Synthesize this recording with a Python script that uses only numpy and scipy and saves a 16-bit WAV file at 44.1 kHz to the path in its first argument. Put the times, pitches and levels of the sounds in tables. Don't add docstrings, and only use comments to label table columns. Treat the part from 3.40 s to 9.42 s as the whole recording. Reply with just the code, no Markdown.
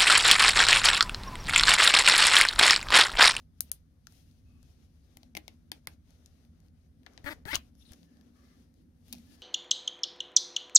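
import sys
import numpy as np
from scipy import signal
from scipy.fft import rfft, irfft, next_fast_len
from scipy.io import wavfile
from scipy.ndimage import uniform_filter1d, map_coordinates

SR = 44100
rng = np.random.default_rng(int(sys.argv[2]) if len(sys.argv) > 2 else 0)


def log_audio(samples):
    frames = np.atleast_2d(samples).T
    limited = np.clip(frames, -1, 1)
    pcm = np.round(limited * 32767).astype(np.int16)
    wavfile.write(sys.argv[1], SR, pcm)


def convert_level_to_amplitude(level_db):
    exponent = np.asarray(level_db, float) / 20
    return 10 ** exponent


N = 265482

# start_s, peak_db, edge_hz, body_db, sizzle_db
FLICKS = [(0.2067, -23.5, 5230, -18, 11), (0.3163, -26.5, 5500, -19, 11), (0.67, -39, 4500, -4.5, -5.5),
          (2.8605, -45, 5250, -36, -8), (3.664, -42, 3090, 2.5, -12.5), (4.534, -45, 4560, -12.5, 0),
          (5.682, -56, 2928, -28, 5.5), (5.7266, -35.5, 3800, -14.5, 7.5), (5.728, -33, 5700, -12.5, -8),
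          (5.732, -40, 3740, -25, 6), (5.7352, -41, 3580, -14, -26), (5.744, -48, 4100, -14, -39),
          (5.751, -49, 4300, -3, -4)]
TEAR_S = [4.1443, 4.1454, 4.1474, 4.1483, 4.1508, 4.1524, 4.1542, 4.1551, 4.1555, 4.1562, 4.1578, 4.1636,
          4.1646, 4.1653, 4.1497, 4.1516, 4.1533]
# peak_db, edge_hz, body_db, sizzle_db
TEAR = [(-28.5, 2600, -2, -5), (-28.5, 4000, -8.5, -1), (-28.5, 3400, -7.5, -15), (-25.5, 2800, -6, -10.5),
        (-25.5, 2400, -11, -12), (-34, 2700, -6, -19), (-29.5, 3800, -0.5, -12.5), (-29.5, 6500, -5, -5),
        (-16.5, 5000, -10.5, -3.5), (-28.5, 5800, -1, -16.5), (-34, 9000, -3.5, -9.5),
        (-31.5, 2900, -1, -8.5), (-33.5, 3200, -8, -11.5), (-36, 2500, -6, -6.5), (-29.5, 3000, -6, -11.5),
        (-29.5, 2700, -3, -13.5), (-32, 3300, -4.5, -13.5)]
# start_s, peak_db, edge_hz, body_db, sizzle_db
KNOCKS = [(1.7707, -45, 5300, -2, 4), (1.832, -47, 3420, -21, -8), (1.9511, -34.5, 3700, 2, -2),
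          (1.9684, -32.5, 5100, 4.5, -1.5), (1.9731, -31, 3020, -7, -1), (2.08, -35.5, 3550, -5.5, -5.5),
          (2.3172, -29.5, 3920, -12.5, -1.5), (2.318, -30.5, 2810, -15.5, -1),
          (2.472, -32, 3700, -2.5, 4.5), (2.473, -36.5, 1780, -3, -10.5), (3.6677, -43.5, 1660, -41, -19),
          (3.777, -39, 3280, -8.5, -37), (3.8423, -56, 4700, 13, 7), (4.0541, -41, 3140, 2, -8.5),
          (4.5201, -50.5, 4500, -1.5, 7.5), (4.6309, -54.5, 3640, -8.5, -17)]
# start_s, peak_db, edge_hz
TICKS = [(0.7233, -53, 6200), (0.9126, -61, 3880), (1.2296, -54, 5630), (2.7063, -57.5, 5200),
         (3.0505, -62, 3040), (3.2031, -61.5, 5320), (3.263, -69, 3410), (3.284, -63.5, 3850),
         (3.633, -61, 2940), (3.735, -60, 5060), (3.796, -67, 3700), (4.3523, -62, 5300),
         (4.4535, -70, 4300), (4.7704, -62, 3620), (4.8115, -57, 3850), (5.341, -64, 5910),
         (5.783, -54, 4520), (5.995, -72, 2470)]
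TICK_BODY_DB, TICK_SIZZLE_DB, TICK_THUD_DB = -10.5, -3, -13.5
FLICK_THUD_DB, KNOCK_THUD_DB = -28, -10.5
GLANCE = 0.55
# share_of_strap_hz, width_hz, level_db
BODY = [(1, 380, 3), (1.45, 1128, -14.5)]
# share_of_edge_hz, width_hz, level_db
EDGE = [(1.403, 2700, 1.5), (0.76, 3600, 2), (1.9, 4500, -7)]
# centre_hz, width_hz, level_db
SIZZLE = [(8250, 1600, -5), (10860, 5900, -1.5), (15700, 5400, -6)]
# centre_hz, width_hz, level_db
THUD = [(307, 26, 2), (718, 400, -1)]
RING_ECHO_DB, RING_BLUR = -2, 3.5
RING_LEAD = 6

# time_s, teeth_per_s, level_db, ring_hz, scatter_0_to_1
DRAGS = [
    [(3.843, 310, -45, 1880, 0), (3.858, 280, -40, 1580, 0.35)],
    [(3.8608, 278, -23.5, 1760, 0.08), (3.876, 290, -19.5, 1730, 0.04), (3.8935, 296, -22.5, 1610, 0.14)],
    [(3.8955, 395, -36, 1880, 0.4), (3.909, 310, -28.5, 1900, 0.3), (3.927, 304, -28.5, 1950, 0.04),
     (3.937, 170, -40.5, 1430, 0.35)],
    [(4.055, 280, -34, 1570, 0.02), (4.068, 380, -33.5, 1770, 0.25), (4.079, 450, -32.5, 1713, 0.25)],
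    [(4.0805, 800, -29.5, 1640, 0.12), (4.09, 868, -27, 1770, 0.08), (4.1, 875, -31, 1690, 0.07),
     (4.108, 926, -27, 1850, 0.11), (4.114, 990, -26, 1980, 0.05), (4.122, 1095, -25.5, 2160, 0.17),
     (4.1285, 1120, -33.5, 2240, 0.07)],
    [(4.1304, 295, -17.5, 1985, 0.14), (4.142, 300, -19, 2190, 0.16), (4.1445, 390, -30.5, 2250, 0.4),
     (4.153, 570, -31, 1434, 0.42), (4.162, 770, -40.5, 1126, 0.1)],
]
TOOTH_T60 = [0.012, 0.0081, 0.009, .008, 0.0064, .011]
TOOTH_BRIGHT_DB = [8, 0, 4.5, 0, 0.5, 5.5]
TOOTH_RISE_S = 0.00025
OVERTONE_DB, OVERTONE_T60, OVERTONE_GROW_DB = -13.5, 0.0076, 0.5
GRIT_DB, GRIT_FOLLOWS = -48, 0.29
PUSH_DB, PUSH_FADE_DB, PUSH_FOLLOWS = -8, 5.5, 0.65
AIR_HZ = 130
BUZZ_ECHO_DB = -5.5

# time_s, level_db, ring_hz
SCRAPE = [(4.399, -88, 3600), (4.41, -77, 3600), (4.429, -68, 3700), (4.441, -105, 3830),
          (4.455, -66, 4060), (4.476, -74, 3960), (4.509, -67, 3560), (4.53, -100, 3500)]
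# start_s, length_s, level_db, pitch_hz, width_hz
SLIDES = [(1.06, 0.2, -85, 2580, 153), (1.08, 0.12, -87, 1180, 150), (4.352, 0.025, -84.5, 5350, 706),
          (4.355, 0.032, -86, 11300, 886), (4.385, 0.039, -74, 10800, 1780), (4.4, 0.03, -74.5, 5650, 904),
          (4.415, 0.02, -82, 2760, 250), (4.469, .05, -74, 9200, 900), (4.488, .03, -78, 5000, 700),
          (4.654, 0.17, -83, 1730, 110), (4.959, 0.19, -80.5, 1200, 200), (4.959, .22, -84, 1720, 151),
          (5.034, 0.11, -82, 2050, 200), (5.875, .14, -80.5, 1726, 100)]
SLIDE_FADE_S = 0.0088
# time_s, ring_lost_at_right_port_db, thinnest_sizzle_db
FACING = [(0.2, 17, 1.5), (0.32, 11.5, -13.5), (0.67, 14.5, -4.5), (1.499, 14, 0.5), (1.9, -1.5, 2),
          (2.32, -7, -3.5), (2.5, -4.5, -3), (3.6, 17, -4), (3.85, 6.5, 3), (4.1, 14.5, -0.5),
          (4.14, 12.5, -16.5), (4.153, 3.5, -9.5), (4.155, 4.5, 10), (4.169, 5, -2), (5.6, 0, 0),
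          (5.72, 5, 1.5)]
# time_s, right_port_shade_db, free_strap_hz
GRIP = [(0, 7, 1397), (1.4, 15, 1402), (1.7, 7.5, 2140), (1.96, 4.5, 2110), (2.1, 9.5, 2210),
        (2.32, 6, 1670), (2.47, 4.5, 2080), (3.66, 15, 1770), (3.78, 15.5, 1820), (3.9, 4.5, 1850),
        (4.1, 7, 1830), (4.14, 5.5, 2500), (4.156, 4, 3030), (4.162, 12, 1040), (4.5, 20.5, 1667),
        (5.7, 35, 1976), (5.72, 4.5, 2480), (6.02, -14, 2200)]
# frequency_hz, share_of_shade
SHADE = [(150, 1.1), (500, 11), (1300, 0.091), (6000, 6.4), (10000, 1.9), (14000, 0.13)]

# start_s, length_s, level_db, pressure_0_to_1
RUBS = [(0.0, 0.026, -85, 0), (0.706, 0.12, -75.5, 0), (0.872, 0.13, -82, 0.1), (1.059, 0.26, -85.5, 0.4),
        (1.251, 0.2, -81.5, 0.45), (1.498, 0.15, -85.5, 0.34), (2.172, 0.055, -88.5, 0.57),
        (1.652, 0.22, -82, 0.5), (1.998, 0.14, -81, 0.66), (2.686, 0.07, -78.5, 0.4),
        (2.787, 0.26, -81.5, 0.46), (3.133, 0.14, -88, 0.65), (3.383, 0.082, -88, 0.55),
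        (3.682, 0.3, -80, 0.93), (3.919, 0.018, -67.5, 0.4), (4.184, 0.099, -79.5, 0.46),
        (4.402, 0.087, -79, 0), (4.525, 0.011, -68, 0.48), (4.562, 0.088, -77.5, 0.3),
        (4.706, 0.19, -83, 0.68), (4.967, 0.26, -79, 0.48), (5.359, 0.063, -85.5, 0.25),
        (5.686, 0.081, -72.5, 0.08), (5.736, 0.13, -74.5, 0.16), (5.921, 0.033, -70.5, 0.14),
        (5.983, 0.05, -76.5, 0.57), (0.233, 0.13, -75.5, 0.15), (2.348, 0.032, -76, 0.6),
        (2.514, 0.023, -74.5, 0.5)]
REST_DB, REST_FINE_DB, REST_LOW_DB = -90, -89, -84
PRESS_FINE_DB, LIGHT_LOW_DB, PRESS_LOW_DB = -7, -7, 15.5
RUB_ATTACK_S, RUB_RELEASE_S, RUB_LINGERS = 0.039, 0.011, 0.12
# frequency_hz, level_db_per_hz
LOW_RUSTLE = [(190, -16.5), (330, -3.5), (744, -11), (947, -17.5), (1110, -16.5), (1500, -16), (1720, -17),
              (2400, -21.5), (3120, -62), (5280, -120)]
# frequency_hz, level_db_per_hz
RUSTLE = [(1180, -24.5), (2000, -5), (2380, -4.5), (2570, -1.5), (3160, 0), (3680, 0), (5980, -0.5),
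          (7600, -6), (9880, -41.5), (16700, -120)]
# frequency_hz, level_db_per_hz
FINE_RUSTLE = [(4240, -33), (7200, -12.5), (7380, -12.5), (8300, 1.5), (11400, 5), (15100, 0.5),
               (16100, -2), (16500, -25)]
# start_s, peak_db, pitch_hz, left_right_db
BUMPS = [(1.768, -53, 174, 4), (1.951, -44.5, 161, 7), (1.968, -40, 201, 5), (2.318, -44, 202, 4.5),
         (2.475, -45, 130, 9.5), (3.845, -44.5, 103, 23), (3.861, -60, 59, 40), (4.057, -40, 110, 17),
         (4.127, -43.5, 61, 11), (4.149, -39, 110, 14.5), (4.171, -43.5, 55, 8.5), (4.51, -44, 74.6, 2)]

# frequency_hz, t60_s
CLUTTER = [(500, 0.17), (3000, 0.04), (12000, 0.019)]
# frequency_hz, t60_s
ROOM = [(300, 0.069), (2000, 0.18), (6000, 0.073), (14000, 0.11)]
# time_s, rumble_db, drone_db
BUILDING = [(0.0, -62, -71.5), (0.7, -65.5, -74), (1.0, -60.5, -70.5), (1.35, -61, -70.5),
            (1.65, -65.5, -73.5), (1.93, -64.5, -69), (2.48, -64, -70), (3.45, -63.5, -73),
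            (3.72, -65, -67), (4.0, -59.5, -66), (4.7, -70, -66), (5.4, -65.5, -68.5), (6.02, -66, -63)]
# frequency_hz, level_db_per_hz
RUMBLE = [(12, -47.5), (25, -20.5), (63, -4.5), (75, -1), (95, -6), (119, -17.5), (146, -11), (162, -11.5),
          (190, -18.5), (250, -55), (420, -120)]
# frequency_hz, level_db_per_hz
DRONE = [(100, -38.5), (170, -4.5), (188, -14.5), (212, -5), (243, 0.5), (333, -18.5), (361, -20),
         (404, -34.5), (520, -22.5), (680, -54.5), (1140, -120)]
# frequency_hz, likeness_0_to_1
BUILDING_ALIKE = [(60, 0.87), (130, 0.94), (290, 0.77), (500, 0.15)]
# frequency_hz, gain_db
MICROPHONE = [(6700, -0.5), (7500, -6), (8300, -1.5), (15300, -6.5), (16300, -15.5), (16800, -41.5)]
# from_s, to_s
LETS_GO = [(0.195, 0.2055), (0.2995, 0.3152), (1.941, 1.951), (2.3, 2.316), (2.459, 2.4708), (4.042, 4.053)]
HUSH_DB, HUSH_HZ = -28, 3200


def unit(x):
    return x / np.sqrt(np.mean(x ** 2) + 1e-20)


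def unit_energy(x):
    return x / np.linalg.norm(x, axis=-1, keepdims=True)


def along(points, hz):
    f, v = np.transpose(points)
    return np.interp(np.log(hz + 1), np.log(f + 1), v)


def wobble(rate):
    return map_coordinates(rng.standard_normal(N // 100), [np.arange(N) * rate / SR])


def filtered(x, response):
    n = x.shape[-1]
    m = next_fast_len(n + 4096)
    return irfft(rfft(x, m) * response(np.fft.rfftfreq(m, 1 / SR)), m)[..., :n]


def resonant(x, modes, scale=1):
    def bank(f):
        total = 0
        for k, (centre, width, db) in enumerate(modes):
            damping = 1j * f * width
            total = total + (-1) ** k * convert_level_to_amplitude(db / 2) * damping / ((centre * scale) ** 2 - f * f + damping)
        return total
    return filtered(x, lambda f: bank(f) ** 2)


def rush(spectrum, alike, patchy_db):
    z = signal.stft(rng.standard_normal((2, N)), nperseg=512)[2]
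    field = uniform_filter1d(rng.standard_normal(z.shape[1:]), size=6, axis=0)
    field = uniform_filter1d(field, size=12, axis=1)
    pair = signal.istft(z * convert_level_to_amplitude(patchy_db * unit(field)), nperseg=512)[1][:, :N]

    def mid_side(hz):
        turn = np.arccos(np.clip(along(alike, hz), -1, 1)) / 2
        return convert_level_to_amplitude(along(spectrum, hz)) * np.array([np.cos(turn), np.sin(turn)])
    mid, side = filtered(pair, mid_side)
    return unit(np.array([mid + side, mid - side]))


def facing(s):
    when, lost_db, top_db = np.transpose(FACING)
    return convert_level_to_amplitude([[0], [-np.interp(s, when, lost_db)]]), np.interp(s, when, top_db)


def snap_events():
    free = FLICKS + [(s, *r) for s, r in zip(TEAR_S, TEAR)]
    rows = [(*r, FLICK_THUD_DB - GLANCE * r[-1]) for r in free]
    rows += [(*r, KNOCK_THUD_DB) for r in KNOCKS]
    return rows + [(*r, TICK_BODY_DB, TICK_SIZZLE_DB, TICK_THUD_DB) for r in TICKS]


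def blow(t, crack_t60, rattle, unlike):
    shared, own = rattle * rng.standard_normal((2, len(t))) * convert_level_to_amplitude(-60 * t / crack_t60)
    impact = (t == 0) * np.array([[1], [0.6]])
    crack = rfft(impact + np.array([shared, shared + unlike * own]))
    crack = irfft(crack / np.sqrt(uniform_filter1d(np.abs(crack) ** 2, size=18)))
    crack[:, len(t) // 2:] = 0
    return np.roll(crack, RING_LEAD, axis=1)


def snaps(crack_t60, rattle, unlike):
    out, t = np.zeros((3, N + 2048)), np.arange(2048) / SR
    for s, db, edge_hz, body_db, sizzle_db, thud_db in snap_events():
        crack = blow(t, crack_t60, rattle, unlike)
        ports, top_db = facing(s)
        strap_hz = np.interp(s, *np.transpose(GRIP)[::2])
        thin = SIZZLE[:-1] + [np.add(SIZZLE[-1], [0, 0, top_db])]
        edge = unit_energy(resonant(crack, EDGE, edge_hz))
        sizzle = convert_level_to_amplitude(sizzle_db - 0.5) * unit_energy(resonant(crack, thin))
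        thud = convert_level_to_amplitude(thud_db + 5) * unit_energy(resonant(crack, THUD))
        body = resonant(crack, BODY, strap_hz)
        body[1] = np.roll(body[1], -RING_LEAD)
        body = convert_level_to_amplitude(body_db - 0.5) * unit_energy(body)
        snap = edge + ports * body + sizzle + thud
        wide = unit_energy(resonant(crack[0], np.multiply(BODY, [1, RING_BLUR, 1]), strap_hz))
        heard = snap[0] - body[0] + convert_level_to_amplitude(body_db - 0.5 + RING_ECHO_DB) * wide
        at = round(s * SR) - RING_LEAD
        out[:, at:at + len(t)] += convert_level_to_amplitude(db + 17.5) * np.vstack([snap, heard])
    return out[:, :N]


def tooth(t, when, rate, db, hz, tune, ring_t60, bright_db, thud_hz):
    ports = facing(when)[0]
    rise = 1 - np.exp(-t / TOOTH_RISE_S)
    octaves = np.log2(rate / 300)
    turn = 2 * np.pi * hz * (1 + 0.3 * tune) * t
    strap = np.sin(turn) + 0.55 * np.sin(0.8 * turn) + 0.23 * np.sin(1.18 * turn)
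    pluck = convert_level_to_amplitude(-60 * t / ring_t60) * rise ** 2 * strap * ports
    upper = 1.5 * rate / 900 * np.sin(1.5 * turn) * ports
    upper = upper + np.sin(1.8 * turn) + 0.6 * np.sin(2.45 * turn) + 0.09 * np.sin(2.5 * turn)
    high = convert_level_to_amplitude(OVERTONE_DB + bright_db + OVERTONE_GROW_DB * octaves - 60 * t / OVERTONE_T60) * upper
    spring = np.sin(2 * np.pi * max(thud_hz, rate) * t)
    spring = spring + 0.77 * np.sin(2 * np.pi * 620 * t) + 0.88 * np.sin(2 * np.pi * 890 * t)
    push_db = PUSH_DB - PUSH_FADE_DB * octaves - (1 - PUSH_FOLLOWS) * (db + 28.0)
    push = convert_level_to_amplitude(push_db - 60 * t / 0.0096) * spring
    tick_db = GRIT_DB - db + GRIT_FOLLOWS * (db + 31)
    tick = np.diff(rng.standard_normal((2, len(t) + 1))) * convert_level_to_amplitude(tick_db - 60 * t / 0.017)
    return pluck + tick + (high + push) * rise


def drags(thud_hz):
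    out, t = np.zeros((2, N + 1024)), np.arange(1024) / SR
    for rows, ring_t60, bright_db in zip(DRAGS, TOOTH_T60, TOOTH_BRIGHT_DB):
        s, *cols = np.transpose(rows)
        now = np.arange(s[0], s[-1], 1 / SR)
        passed = np.floor(np.cumsum(np.interp(now, s, cols[0])) / SR + 0.9)
        for when in now[np.nonzero(np.diff(passed))[0]]:
            rate, db, hz, scatter = [np.interp(when, s, c) for c in cols]
            late, size, tune = rng.standard_normal(3) * scatter
            level = convert_level_to_amplitude(db + 6 * size + 0.5 * rng.standard_normal())
            at = round((when + 0.4 * late / rate) * SR)
            sound = tooth(t, when, rate, db, hz, tune, ring_t60, bright_db, thud_hz)
            out[:, at:at + len(t)] += level * sound
    return filtered(out[:, :N], lambda hz: 1j * hz / (AIR_HZ + 1j * hz))


def scrape(width, grit_db):
    s, db, hz = np.transpose(SCRAPE)
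    now = np.arange(N) / SR
    turn = 2 * np.pi * np.cumsum(np.interp(now, s, hz)) / SR
    slow = filtered(rng.standard_normal((2, N)), lambda f: 1 / (1 + (f / min(width, 380)) ** 2))
    grit = convert_level_to_amplitude(grit_db * wobble(220)) * unit(slow)
    ring = grit[0] * np.sin(turn) + grit[1] * np.cos(turn)
    return convert_level_to_amplitude(7.5) * convert_level_to_amplitude(np.interp(now, s, db, -200, -200)) * ring


def slides():
    out = np.zeros((2, N + SR))
    for s, length, db, hz, width in SLIDES:
        t = np.arange(round((length + 8 * SLIDE_FADE_S) * SR)) / SR - 4 * SLIDE_FADE_S
        shape = np.exp(np.minimum(0, t / SLIDE_FADE_S) - np.maximum(0, t - length) / SLIDE_FADE_S)
        song = unit(resonant(rng.standard_normal((2, len(t))), [(hz, width, 0)]))
        at = round((s + t[0]) * SR)
        out[:, at:][:, :len(t)] += convert_level_to_amplitude(db) * shape * song
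    return convert_level_to_amplitude([[4], [1]]) * out[:, :N]


def rustle_levels():
    now = np.arange(0, N + 64, 64) / SR
    start, length, db, press = np.transpose(RUBS)[:, :, None]
    swell = np.minimum(0, (now - start) / RUB_ATTACK_S)
    fade = np.maximum(0, now - start - length) / (RUB_RELEASE_S + RUB_LINGERS * length)
    shape = np.exp(swell - fade)
    layers = [(REST_DB, 0), (REST_FINE_DB, PRESS_FINE_DB * press),
              (REST_LOW_DB, LIGHT_LOW_DB + PRESS_LOW_DB * press)]
    power = [convert_level_to_amplitude(2 * rest) + np.sum((convert_level_to_amplitude(db + tilt) * shape) ** 2, axis=0) for rest, tilt in layers]
    return [np.interp(np.arange(N) / SR, now, 10 * np.log10(p)) for p in power]


def skin_rustle():
    mid_db, fine_db, low_db = rustle_levels()
    slip = wobble(23)
    low = convert_level_to_amplitude(low_db + 3.5 + 0.6 * slip) * rush(LOW_RUSTLE, [(400, 0.7), (1300, 0.05)], patchy_db=1)
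    mid = convert_level_to_amplitude(mid_db + 3.5 + 0.8 * slip) * rush(RUSTLE, [(3000, 0.03)], patchy_db=1)
    fine = convert_level_to_amplitude(fine_db + 3.5 + 0.8 * slip) * rush(FINE_RUSTLE, [(9000, 0.03)], patchy_db=0.7)
    lean_db = np.clip(0.18 * (mid_db + 109.0), 0, 4)
    return (low + mid + fine) * convert_level_to_amplitude(np.array([lean_db, -lean_db]))


def bumps():
    out, t = np.zeros((2, N + 4096)), np.arange(4096) / SR
    for s, db, hz, pan_db in BUMPS:
        push = convert_level_to_amplitude(db + 3.0 - 16 * hz * t) * np.sin(2 * np.pi * hz * t)
        at = round(s * SR)
        out[:, at:at + len(t)] += push * convert_level_to_amplitude(np.array([[pan_db / 2], [-pan_db / 2]]))
    return out[:, :N]


def shaded(x, lead):
    s, shade_db, _ = np.transpose(GRIP)
    depth = np.clip(np.interp(np.arange(N) / SR, s, shade_db), 0, 24) / 24
    clear, half, full = [filtered(x[1], lambda hz: convert_level_to_amplitude(-db * along(SHADE, hz))) for db in (0, 12, 24)]
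    light = clear + (half - clear) * (2 * depth) ** 0.5
    heavy = half + (full - half) * np.abs(2 * depth - 1) ** 0.5
    right = np.where(depth < 0.5, light, heavy)
    return np.array([x[0], np.roll(right, int(lead))])


def echo(x, decays, wait):
    out, step = np.zeros((2, N + 2 * SR)), SR // 10
    for k in range(0, N, step):
        hz, t, z = signal.stft(rng.standard_normal((2, SR // 3)), SR, nperseg=128)
        tail = signal.istft(z * convert_level_to_amplitude(-60 * t / along(decays, hz)[:, None]), SR, nperseg=128)[1]
        wet = signal.fftconvolve(x[None, k:k + step], tail / np.linalg.norm(tail[0]), axes=1)
        out[:, k + int(wait):][:, :wet.shape[1]] += wet
    return out[:, :N]


def building():
    s, *cols = np.transpose(BUILDING)
    rumble_db, drone_db = [np.interp(np.arange(N) / SR, s, c) for c in cols]
    rumble = convert_level_to_amplitude(rumble_db + 4.5) * rush(RUMBLE, BUILDING_ALIKE, patchy_db=0.0)
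    drone = convert_level_to_amplitude(drone_db + 5.0) * rush(DRONE, BUILDING_ALIKE, patchy_db=3.0)
    return rumble + drone


def scene():
    clicks = snaps(crack_t60=0.006, rattle=0.19, unlike=0.97)
    buzz = convert_level_to_amplitude(2.5) * drags(thud_hz=272) + scrape(width=430, grit_db=2)
    spread = clicks[2] + convert_level_to_amplitude(BUZZ_ECHO_DB) * buzz[0]
    near = convert_level_to_amplitude([[-16], [-20]]) * echo(spread, CLUTTER, wait=43)
    far = convert_level_to_amplitude(-19.5) * echo(spread, ROOM, wait=300)
    ties = shaded(clicks[:2] + buzz, lead=8.8) + slides()
    return ties + skin_rustle() + bumps() + near + far + building()


def roll_off(x):
    return signal.sosfilt(signal.butter(12, 16970, fs=SR, output="sos"), x)


def record(dry):
    hiss = convert_level_to_amplitude(-94.5) * rng.standard_normal(dry.shape)
    x = filtered(dry + hiss, lambda hz: convert_level_to_amplitude(along(MICROPHONE, hz)))
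    now = np.arange(N) / SR
    held = sum((now > a) & (now < b) for a, b in LETS_GO)
    hush = uniform_filter1d(1.0 * held, size=40)
    treble = filtered(x, lambda hz: 1 / (1 + (HUSH_HZ / (hz + 1)) ** 8))
    mix = x - treble * (1 - convert_level_to_amplitude(HUSH_DB * hush))
    return roll_off(mix)


dry = scene()
out = record(dry)
log_audio(out)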